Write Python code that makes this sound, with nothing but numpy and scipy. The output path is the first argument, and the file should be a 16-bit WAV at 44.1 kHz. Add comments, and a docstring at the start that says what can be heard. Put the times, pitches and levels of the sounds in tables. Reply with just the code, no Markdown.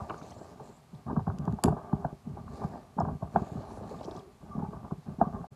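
"""Kneading salted eggplant in a plastic bowl

A hand works wet slices close by in a quiet kitchen, alternating sweeps and squeezes. Sweeps rub the
skins along the thin plastic by stick-slip friction and toss slices, whose impacts slap the wall and
thud on the bottom. Squeezes crush the flesh and press out brine, which crackles as its bubbles burst.
Now and then the plastic ticks."""
import sys
import numpy as np
from scipy import signal
from scipy.fft import rfft, irfft
from scipy.io import wavfile

SR = 44100
rng = np.random.default_rng(int(sys.argv[2]) if len(sys.argv) > 2 else 0)


def int16_out(signal):
    """Quantize to a 16-bit WAV file."""
    q = np.round(np.clip(np.atleast_2d(signal).T, -1, 1) * 32767)
    wavfile.write(sys.argv[1], SR, q.astype(np.int16))


N = 244959
T = np.arange(N) / SR
RING_T = T[:SR // 6]  # time axis of one impact


def undb(db):
    """Decibels to amplitude ratio."""
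    return 10 ** (np.asarray(db) / 20)


def unit(x):
    """Normalisation to rms 1."""
    return x / np.sqrt(np.mean(x ** 2))


def lowpass(x, order, hz):
    """Maximally flat attenuation above a cutoff."""
    return signal.sosfilt(signal.butter(order, hz, fs=SR, output="sos"), x)


def colour(x, spectrum, size=4096):
    """Minimum-phase filtering by the given spectrum; the result has rms 1."""
    hz, db = np.transpose(spectrum)
    grid = np.maximum(np.fft.rfftfreq(size, 1 / SR), 1)
    cepstrum = irfft(np.log(undb(np.interp(np.log(grid), np.log(hz), db))))
    cepstrum[1:size // 2] *= 2
    cepstrum[size // 2 + 1:] = 0
    return unit(signal.oaconvolve(x, irfft(np.exp(rfft(cepstrum))))[:len(x)])


def resonate(x, hz, width_hz):
    """Forced resonance about a moving centre frequency; the result has rms 1."""
    carrier = np.exp(2j * np.pi * np.cumsum(hz) / SR)
    return unit((lowpass(x / carrier, 2, width_hz / 2) * carrier).real)


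def add(out, start_s, sound):
    """Superposition of a sound from start_s on."""
    start = int(min(start_s * SR, N - 1))
    part = sound[max(-start, 0):len(out) - start]
    out[max(start, 0):][:len(part)] += part


def slips(per_s, spread_db):
    """Shot noise: impulses at random moments, most small, a few standing out."""
    chance, size, sign = rng.random(N), rng.exponential(size=N), rng.choice([-1, 1], N)
    return (chance < per_s / SR) * sign * undb(spread_db * np.minimum(size, 4))


def waver(per_s):
    """Slow random modulation with a spread near 1."""
    return np.interp(T * per_s, np.arange(2048), rng.standard_normal(2048))


def gesture(start_s, length_s, attack_s, release_s):
    """Pressure envelope: linear rise, hold and exponential decay."""
    age = T - start_s
    return np.clip(age / attack_s, 0, 1) * np.exp(-np.maximum(age - length_s, 0) / release_s)


def blow(hz, rise_s, sag):
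    """Damped oscillation with dispersion: fast bending waves lead, so positive sag lowers the pitch."""
    age = RING_T / rise_s
    pitch = hz * (1 + sag * (2 * np.exp(-age / 2) - 1))
    return age * np.exp(1 - age) * np.sin(2 * np.pi * np.cumsum(pitch) / SR)


# Modes of the bowl wall. Each row: frequency in Hz, level in dB, time to decay by 60 dB in seconds.
WALL_MODES = [(397, -25, .15), (540, -28, .07), (632, -26, .08), (712, -17, .11), (790, -25, .06),
              (865, -22, .05), (1060, -29, .06), (1165, -24, .11), (1480, -32, .06), (1570, -38, .07)]
# Spectrum of wet slices pattering. Each row: frequency in Hz, relative density in dB.
PATTER_SPECTRUM = [(150, -6), (390, 5), (520, 0), (750, 7.5), (1180, 2), (1350, -13.5), (1580, -7),
                   (2000, -31)]
# Impacts on the wall. Each row: start in seconds, level in dB, pitch in Hz, patter level in dB.
WALL_SLAPS = [(.004, -35.5, 1100, -39), (.096, -33, 1460, -40), (0.104, -30.5, 1160, -39.5),
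              (0.141, -39, 1390, -41.5), (0.213, -43.5, 1320, -53), (.597, -42, 840, -45),
              (1.099, -38, 910, -34), (1.111, -46, 620, -51), (1.164, -34, 1170, -32.5),
              (1.193, -36, 820, -44.5), (1.268, -33.5, 1090, -41), (1.277, -27.5, 773, -63),
              (1.299, -32.5, 1180, -42), (1.476, -29, 920, -34.5), (1.586, -33, 830, -43),
              (1.641, -23.5, 910, -27), (1.676, -28, 960, -40), (1.681, -20, 766, -38),
              (1.724, -30, 690, -37), (1.769, -36.5, 950, -35), (1.928, -26.5, 830, -39),
              (2.047, -21, 724, -36.5), (2.372, -47.5, 770, -42.5), (2.478, -40, 1100, -69),
              (2.618, -44, 795, -36.5), (2.986, -23.5, 900, -28), (3.004, -19.5, 720, -35.5),
              (3.013, -26.5, 1000, -53), (3.05, -30.5, 950, -36), (3.085, -34.5, 780, -35),
              (3.224, -31, 670, -38.5), (3.359, -11.5, 720, -26.5), (3.359, -25.5, 1410, -43),
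              (3.706, -38.5, 860, -57), (3.77, -37.5, 790, -60), (4.592, -44, 935, -41),
              (4.624, -36, 855, -61), (4.648, -35.5, 885, -49), (4.733, -46, 990, -41.5),
              (4.848, -39, 970, -49), (4.911, -39, 1010, -40.5), (5.213, -9, 716, -24.5),
              (5.441, -34, 744, -49.5)]
def slaps(rise_s=0.0018, sag=0.081, skid_s=0.02, lead_s=0.0042, trail_s=0.015):
    """Impact excitation: a slice skids in and bends the wall, whose modes ring as neighbours patter."""
    out = np.zeros(N)
    mode_hz, mode_db, t60 = np.transpose(WALL_MODES)[:, :, None]
    patter = colour(slips(1500, 0.29), PATTER_SPECTRUM)
    age = RING_T - skid_s
    contact = np.exp(np.minimum(age / lead_s, -age / trail_s))
    for start, db, hz, patter_db in WALL_SLAPS:
        # each spot favours other modes, and the load of slices detunes them
        spot, load = rng.standard_normal((2, len(WALL_MODES), 1))
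        swing = undb(3 * spot) * np.sin(2 * np.pi * mode_hz * (1 + 0.014 * load) * RING_T)
        modes = undb(mode_db - 1) * np.exp(-np.log(1000) * RING_T / t60) * swing
        # lighter, higher slaps carry more of the skin's wet smack
        smack_hz = 1200 * (1 + 0.11 * rng.standard_normal())
        smack = undb(-13) * (hz / 1000) ** 2 * blow(smack_hz, rise_s, sag)
        flex = blow(hz, rise_s * 800 / hz, sag)
        add(out, start, undb(db) * (flex + modes.sum(0) + smack))
        neighbours = np.roll(patter, -int(start * SR))[:len(RING_T)]
        add(out, start - skid_s, undb(patter_db) * contact * neighbours)
    return lowpass(out, 8, 1620)


# Spectrum of tumbling slices. Each row: frequency in Hz, relative density in dB.
TUMBLE_SPECTRUM = [(35, -18), (60, 6), (90, 8), (130, -2), (250, 1.5), (320, -8), (400, 0), (520, -16),
                   (750, -7), (1300, -40)]
# Landings of the heap. 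Each row: start in seconds, level in dB, pitch in Hz, rise time in cycles.
BOTTOM_THUDS = [(0.015, -30.5, 112, 0.57), (0.926, -37.5, 157, 2.2), (1.109, -28, 234, 0.67),
                (1.129, -23, 245, 0.49), (1.17, -16.5, 172, 0.94), (1.207, -32, 110, 1.3),
                (1.271, -21, 178, 0.74), (1.286, -24.5, 101, 0.87), (1.338, -29.5, 192, 1.4),
                (1.391, -29, 171, 1.03), (1.474, -21, 184, 0.78), (1.489, -22.5, 127.4, 1.1),
                (1.529, -24.5, 210, 1.03), (1.642, -29, 376, .8), (1.646, -13, 215.5, 0.6),
                (1.658, -21, 229, 0.95), (1.659, -24, 386, 2.7), (1.678, -16, 153, 0.42),
                (1.697, -21.5, 144, 1.04), (1.724, -21, 195, 0.71), (1.932, -13.5, 175, 0.41),
                (1.997, -31, 165, 0.5), (2.051, -21.5, 180, 0.31), (2.127, -29, 193, 0.28),
                (2.268, -30.5, 200, 0.88), (2.293, -35, 147, 1.4), (2.531, -35, 192, 0.38),
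                (2.645, -24.5, 171, 0.6), (2.966, -32, 220, 0.48), (2.985, -24.5, 176, 1.4),
                (3.016, -26.5, 214, 0.69), (3.029, -20, 119, 0.52), (3.072, -26, 177, 0.57),
                (3.091, -28.5, 183, 0.67), (3.147, -30, 154, 0.75), (3.225, -24.5, 127, 0.72),
                (3.365, -18.5, 196, 0.55), (3.417, -23.5, 191, 0.72), (3.517, -28, 147, 0.36),
                (3.553, -28, 206, 0.97), (3.574, -29.5, 127, 0.96), (4.433, -37.5, 159, 0.28),
                (4.551, -32, 221, 0.53), (4.578, -25.5, 192, 0.64), (4.598, -28, 217, 0.79),
                (4.629, -25, 188, 0.67), (4.684, -31.5, 178, 0.67), (4.919, -23, 179, 0.61),
                (4.977, -37, 151, 1.12), (5.082, -27.5, 166, 0.83), (5.185, -28.5, 193, 0.55),
                (5.216, -18, 224, 0.72), (5.268, -25.5, 177, 0.48), (5.336, -31.5, 193, 0.71),
                (5.4, -35, 176, 2.1), (5.516, -39, 143, 0.53)]
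def thuds(ring_hz=395, ring_s=0.015, tumble_s=0.0055):
    """Mass-loaded plate: the bottom swings under the tumbling heap and stirs the lowest wall mode."""
    out = np.zeros(N)
    tumble = colour(slips(900, 0.57), TUMBLE_SPECTRUM)
    collapse = undb(-17) * RING_T / tumble_s * np.exp(1 - RING_T / tumble_s)
    for start, db, hz, cycles in BOTTOM_THUDS:
        spot, load, bend = rng.standard_normal(3)
        bottom = blow(hz, cycles / hz, sag=0.26 + 0.14 * bend)
        swing = np.sin(2 * np.pi * ring_hz * (1 + 0.024 * load) * RING_T)
        wall = undb(-17 + 4.1 * spot) * np.exp(-RING_T / ring_s) * swing
        roughness = collapse * np.roll(tumble, -int(start * SR))[:len(RING_T)]
        add(out, start, undb(db) * (bottom + wall + roughness))
    return lowpass(out, 4, 900)


# Sweeps round the bowl. Each row: start and length in seconds, rubbing and heap levels in dB.
HAND_SWEEPS = [(1.053, 0.075, -42.5, -41), (1.3, 0.24, -48, -43), (1.635, 0.11, -41.5, -41),
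               (1.75, 0.37, -45.5, -55), (2.239, 0.31, -54, -48), (2.572, 0.078, -42.5, -44),
               (2.975, 0.15, -46, -41), (3.2, 0.1, -50, -48), (3.33, 0.095, -41, -42),
               (4.398, 0.36, -51, -52), (4.545, .1, -44, -44), (4.724, 0.14, -46, -47),
               (5.052, 0.09, -48, -46), (5.175, 0.24, -44, -47.5)]
# Squeezes of a handful. Each row: start and length in seconds, pressing and brine levels in dB.
FIST_SQUEEZES = [(-.05, 0.37, -49, -65), (0.332, 0.2, -50.5, -69), (0.562, 0.14, -53, -70),
                 (0.878, 0.11, -60.5, -76), (2.478, 0.17, -47, -65.5), (2.656, .11, -45, -70),
                 (3.28, 0.35, -46.5, -66.5), (3.63, 0.55, -46.5, -66)]
def kneading(settle_s=0.015):
    """Incoherent sources add in power: the gains of rubbing, heap shifting, pressing and brine flow."""
    rub, heap, flow = undb([-63, -65, -77])  # the hand never quite leaves the wet heap
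    press = np.zeros(N)
    for start, length, rub_db, heap_db in HAND_SWEEPS:
        speed = gesture(start, length, attack_s=0.018, release_s=0.024)
        rub = np.hypot(rub, undb(rub_db) * speed)
        heap = np.hypot(heap, undb(heap_db) * speed)
    for start, length, press_db, brine_db in FIST_SQUEEZES:
        force = gesture(start, length, attack_s=0.06, release_s=0.05)
        press = np.hypot(press, undb(press_db) * force)
        flow = np.hypot(flow, undb(brine_db) * force)
    for start, db, hz, _ in BOTTOM_THUDS:  # the heap settles after each landing
        heap = np.hypot(heap, undb(db - 18.5) * gesture(start, 2 / hz, 2 / hz, settle_s))
    return np.hypot(rub, press), np.hypot(heap, undb(-5.5) * press), press, flow


# Spectra of rubbing skins and the shifting heap. Each row: frequency in Hz, relative density in dB.
SKIN_SPECTRUM = [(60, -18), (150, 1), (250, 7), (330, -8), (397, 6), (490, -10), (640, 2), (770, 0),
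                 (1040, -6), (1190, 1), (1350, -17), (1560, -12), (1750, -21), (3000, -50)]
HEAP_SPECTRUM = [(20, -38.5), (45, -5.5), (75, -0.5), (135, -0.5), (240, -5), (330, -27), (500, -54.5),
                 (1500, -65)]
def rubbing(rub_gain, heap_gain):
    """Stick-slip friction: wet skins keep the wall ringing while the whole heap shifts underneath."""
    grip = undb(3 * waver(35))
    jerks = undb(-5) * unit(slips(110, 2.2))  # single slices let go
    skins = colour((unit(slips(1200, 3.6)) + jerks) * grip, SKIN_SPECTRUM)
    wall = np.zeros(N)
    for hz, db, t60 in WALL_MODES:
        quality = np.pi * hz * t60 / np.log(1000)
        mode = signal.lfilter(*signal.iirpeak(hz, quality, SR), skins)
        wall += undb(db + 4 * waver(9.6)) * mode  # the hand damps one mode, then another
    friction = unit(skins + undb(-6) * unit(wall))
    heap = colour(slips(300, 0.31) * grip, HEAP_SPECTRUM)
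    return undb(-3) * rub_gain * friction + undb(2.5) * heap_gain * heap


# A wet finger on the wall. Each row: start and length in seconds, level in dB, pitch in Hz.
FINGER_DRAGS = [(0.104, 0.064, -50, 1167), (1.738, 0.22, -57, 1190), (4.184, 0.096, -54, 395),
                (4.508, 0.05, -50.5, 1160), (4.613, .04, -45, 842), (5.243, 0.019, -50, 1170),
                (5.335, 0.035, -52, 1090)]
def drags(width_hz=55):
    """Friction-driven resonance: a finger keeps one mode singing, its pressure swells and fades the tone, and
    the pitch wavers slowly."""
    out = np.zeros(N)
    bend = 1 + 0.016 * waver(27)
    for start, length, db, hz in FINGER_DRAGS:
        pressure = gesture(start, length, attack_s=0.01, release_s=0.028)
        out += undb(db) * pressure * resonate(slips(900, 1), hz * bend, width_hz)
    return out


def pats(heap_gain, low_hz=180.4, high_hz=570, cycles=0.62, count=330):
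    """Soft collisions: slices flop on their neighbours at random, as strongly as the heap shifts."""
    out = np.zeros(N)
    for when, pitch, size in rng.random((count, 3)):
        hz = low_hz * (high_hz / low_hz) ** pitch
        strength = undb(3 * min(-np.log(1 - size), 3))
        add(out, when * T[-1], strength * blow(hz, cycles / hz, sag=0.063))
    return undb(-11) * heap_gain * unit(out)


# Spectrum of crushed flesh. Each row: frequency in Hz, relative density in dB.
FLESH_SPECTRUM = [(100, -23), (260, 1.5), (420, -5.5), (620, -0.5), (800, -0.5), (1000, -9.5), (1300, -19),
                  (2500, -21)]
def crushing(press):
    """Stepwise yielding: spongy flesh gives way in many small muffled steps as the fist tightens."""
    steps = slips(700, 1.7) * undb(2 * waver(25.41))
    return undb(-3) * press * colour(steps, FLESH_SPECTRUM)


# Slices giving way under the fingers. 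Each row: start in seconds, level in dB, pitch in Hz.
SLICE_SQUELCHES = [(.212, -36.5, 257), (.235, -44, 700), (.361, -37.5, 258), (.408, -39.5, 420),
                   (.598, -38, 412), (.69, -45, 487), (3.603, -38.5, 390), (3.71, -36, 356),
                   (3.767, -36, 273), (3.805, -35, 340), (3.906, -33.5, 714), (3.924, -39, 437),
                   (3.959, -41, 286), (4.004, -32, 600), (4.048, -37.5, 277), (4.075, -29, 780),
                   (4.108, -39, 696), (4.148, -35.5, 456)]
def squelches(run_s=0.01604, fall_s=0.038, cycles=0.96, count=9):
    """Cascading rupture: a slice collapses in a run of soft tears that tend to weaken and fall."""
    out = np.zeros(N)
    for start, db, hz in SLICE_SQUELCHES:
        run = np.zeros(N // 20)
        for k, (when, pitch, size) in enumerate(rng.standard_normal((count, 3))):
            delay = run_s * (k + abs(when)) / count
            tear_hz = hz * np.exp(0.457 * np.clip(pitch, -2, 2) - delay / fall_s)
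            tear = blow(tear_hz, cycles / tear_hz, sag=0.034)
            add(run, delay, size * np.exp(-delay / run_s) * tear)
        add(out, start, undb(db) * run / np.abs(run).max())
    return lowpass(out, 6, 1400)


# Spectrum of crackling brine. Each row: frequency in Hz, relative density in dB.
BRINE_SPECTRUM = [(600, -45), (2200, 7.5), (3300, -1), (4200, 7), (5700, 0.5), (7200, 3.5), (8400, -2.5),
                  (10000, -7), (13000, -13), (16000, -19)]
def brine(flow, bands=14):
    """Two-phase flow: juice and air squeeze between slices, and gaps of different sizes fizz in turn."""
    crackle = colour(slips(2200, 0.87) * undb(1.6 * waver(61)), BRINE_SPECTRUM)
    edges_hz = np.geomspace(1800, 16000, bands + 1)
    fizz = np.zeros(N)
    for band in zip(edges_hz[:-1], edges_hz[1:]):
        gap = signal.butter(2, band, "bandpass", fs=SR, output="sos")
        fizz += signal.sosfiltfilt(gap, crackle) * undb(2.5 * waver(12))
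    return undb(-1) * flow * unit(fizz)


# Spits of juice. Each row: start in seconds, peak level in dB, pitch in Hz, length in seconds.
JUICE_SPITS = [(.093, -42, 2650, .016), (0.137, -58, 2680, .006), (0.18, -49, 6100, 0.0096),
               (.215, -58, 2400, 0.0042), (.224, -54, 4400, .014), (0.303, -47.5, 6260, .012),
               (.308, -53, 2970, 0.029), (0.385, -56, 5730, .01), (.948, -57, 3900, .005),
               (3.0007, -42.5, 5800, .003), (3.356, -52.5, 2400, .014), (3.836, -59, 4630, .004),
               (3.989, -56, 4000, 0.0072), (4.008, -50, 3500, 0.0058), (4.03, -54, 3870, 0.0053),
               (4.041, -51, 3500, 0.014), (4.044, -49, 5500, .006), (4.056, -52, 6200, .004),
               (4.109, -46, 3750, 0.0055), (4.11, -55, 5460, 0.016), (4.15, -57, 5360, 0.0054),
               (4.161, -52, 3870, 0.0072), (4.165, -53, 5300, 0.0044), (4.188, -53, 4100, 0.0096)]
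def spits(cycles=3.2, glide=0.025, count=14):
    """Bubble resonance: a cluster bursts around one pitch, each bubble ringing briefly and rising."""
    out = np.zeros(N)
    for start, db, hz, length in JUICE_SPITS:
        fizz = np.zeros(len(RING_T))
        for k, (when, pitch, size) in enumerate(rng.standard_normal((count, 3))):
            bubble_hz = min(hz * np.exp(0.17 * pitch), SR * 0.4)
            bubble = blow(bubble_hz, cycles / bubble_hz, -glide)
            delay = length * (k + abs(when)) / count
            add(fizz, delay, size * np.exp(-k / count) * bubble)
        add(out, start, undb(db) * fizz / np.abs(fizz).max())
    return out


# Brine in a gap. Each row: start and length in seconds, level in dB, first and last pitch in Hz.
GAP_SIZZLES = [(0.177, 0.16, -73, 6100, 5900), (.24, .1, -74, 4100, 3900), (0.343, .105, -70, 7150, 7550),
               (.63, 0.15, -74, 7300, 7450), (3.672, 0.11, -75, 9600, 9800), (4.007, .18, -73, 5470, 5400)]
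def sizzles(width_hz=850):
    """Cavity resonance: tiny bubbles burst in a gap whose pitch glides as the fist reshapes it."""
    out = np.zeros(N)
    bubbles = slips(4000, 1.6) * undb(2 * waver(70))
    drift = 1 + 0.01 * waver(90)
    for start, length, db, first_hz, last_hz in GAP_SIZZLES:
        hz = np.interp(T, [start, start + length], [first_hz, last_hz]) * drift
        pressure = gesture(start, length, attack_s=0.0078, release_s=0.011)
        out += undb(db) * pressure * resonate(bubbles, hz, width_hz)
    return out


# High modes of the plastic. Each row: frequency in Hz, relative level in dB.
TICK_MODES = [(1500, 1), (2760, -3), (3580, -4), (4710, 0), (5810, -8), (6950, 3), (8000, -8), (9920, -2),
              (10820, -3), (12000, -10), (12790, -6), (14100, -8)]
# Snaps of the plastic. Each row: start in seconds, peak level in dB, treble cutoff in Hz.
PLASTIC_TICKS = [(1.386, -37, 4940), (1.4538, -46, 6130), (1.525, -42, 3000), (1.638, -14, 15000),
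                 (1.658, -33.5, 6820), (1.689, -43, 9000)]
def ticks(ring_s=0.0008, crack_s=0.0018, tail_s=0.04):
    """Impulse response: stiff plastic snaps, ringing its high modes with a crack and a faint tail."""
    out = np.zeros(N)
    mode_hz, mode_db = np.transpose(TICK_MODES)[:, :, None]
    crack_decay = undb(-14) * np.exp(-RING_T / crack_s) + undb(-46) * np.exp(-RING_T / tail_s)
    for start, db, cutoff_hz in PLASTIC_TICKS:
        phase = 2 * np.pi * (mode_hz * RING_T + rng.random(mode_hz.shape))
        modes = undb(mode_db) * np.sin(phase) * np.exp(-RING_T / ring_s)
        ring = modes.sum(0)
        response = ring / np.sqrt(np.sum(modes ** 2) / len(modes))
        crack = rng.standard_normal(len(RING_T)) * crack_decay
        snap = ring + signal.fftconvolve(crack, response)[:len(RING_T)]
        tick = lowpass(snap, 1, cutoff_hz)
        add(out, start, undb(db) * tick / np.abs(tick).max())
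    return out


def room(x, t60_s=0.28, treble_t60_s=0.17, delay_s=0.0029):
    """Reverberation: cupboards and walls return a short, weak diffuse tail whose treble dies first."""
    t = T[:SR // 2]
    reflections = rng.standard_normal(len(t)) * (t > delay_s)
    low = lowpass(reflections, 1, 2000)
    treble = undb(-4) * (reflections - low)
    tail = low * np.exp(-np.log(1000) * t / t60_s) + treble * np.exp(-np.log(1000) * t / treble_t60_s)
    decay_energy = SR * t60_s / np.log(10 ** 6)
    return x + undb(-15) * signal.fftconvolve(x, tail)[:N] / np.sqrt(decay_energy)


# Spectrum of the quiet kitchen. Each row: frequency in Hz, relative density in dB.
KITCHEN_SPECTRUM = [(20, -30), (60, -3), (105, 9), (165, 9), (300, -7), (750, -1), (1200, -5), (1500, -11),
                    (2500, -15.5), (5600, -20), (11700, -24), (14500, -32.5), (16000, -50.5)]
def kitchen(level_db=-61):
    """Stationary noise: a faint background, strongest in the bass."""
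    return undb(level_db) * colour(rng.standard_normal(N), KITCHEN_SPECTRUM)


def scene(soft_flesh_hz=1820):
    """Superposition of bowl, juice and kitchen; soft contact cannot excite the plastic's high modes."""
    rub_gain, heap_gain, press, flow = kneading()
    flesh = slaps() + thuds() + rubbing(rub_gain, heap_gain) + drags()
    flesh += pats(heap_gain) + crushing(press) + squelches()
    flesh = signal.sosfilt(signal.cheby1(8, 0.5, soft_flesh_hz, fs=SR, output="sos"), flesh)
    juice = brine(flow) + spits() + sizzles()
    return (room(flesh + juice + ticks()) + kitchen())[None]


def record(dry, bass_hz=42, top_hz=15500):
    """Band limiting: the microphone thins the bass, the top is cut; a brief dropout falls near the end."""
    dropout = np.interp(T, [5.467, 5.471, 5.505, 5.53], [1, 0, 0, 1])
    thinned = signal.sosfilt(signal.butter(2, bass_hz, "highpass", fs=SR, output="sos"), dry)
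    return signal.sosfilt(signal.ellip(8, 0.2, 70, top_hz, fs=SR, output="sos"), thinned * dropout)


dry = scene()
out = record(dry)
int16_out(out)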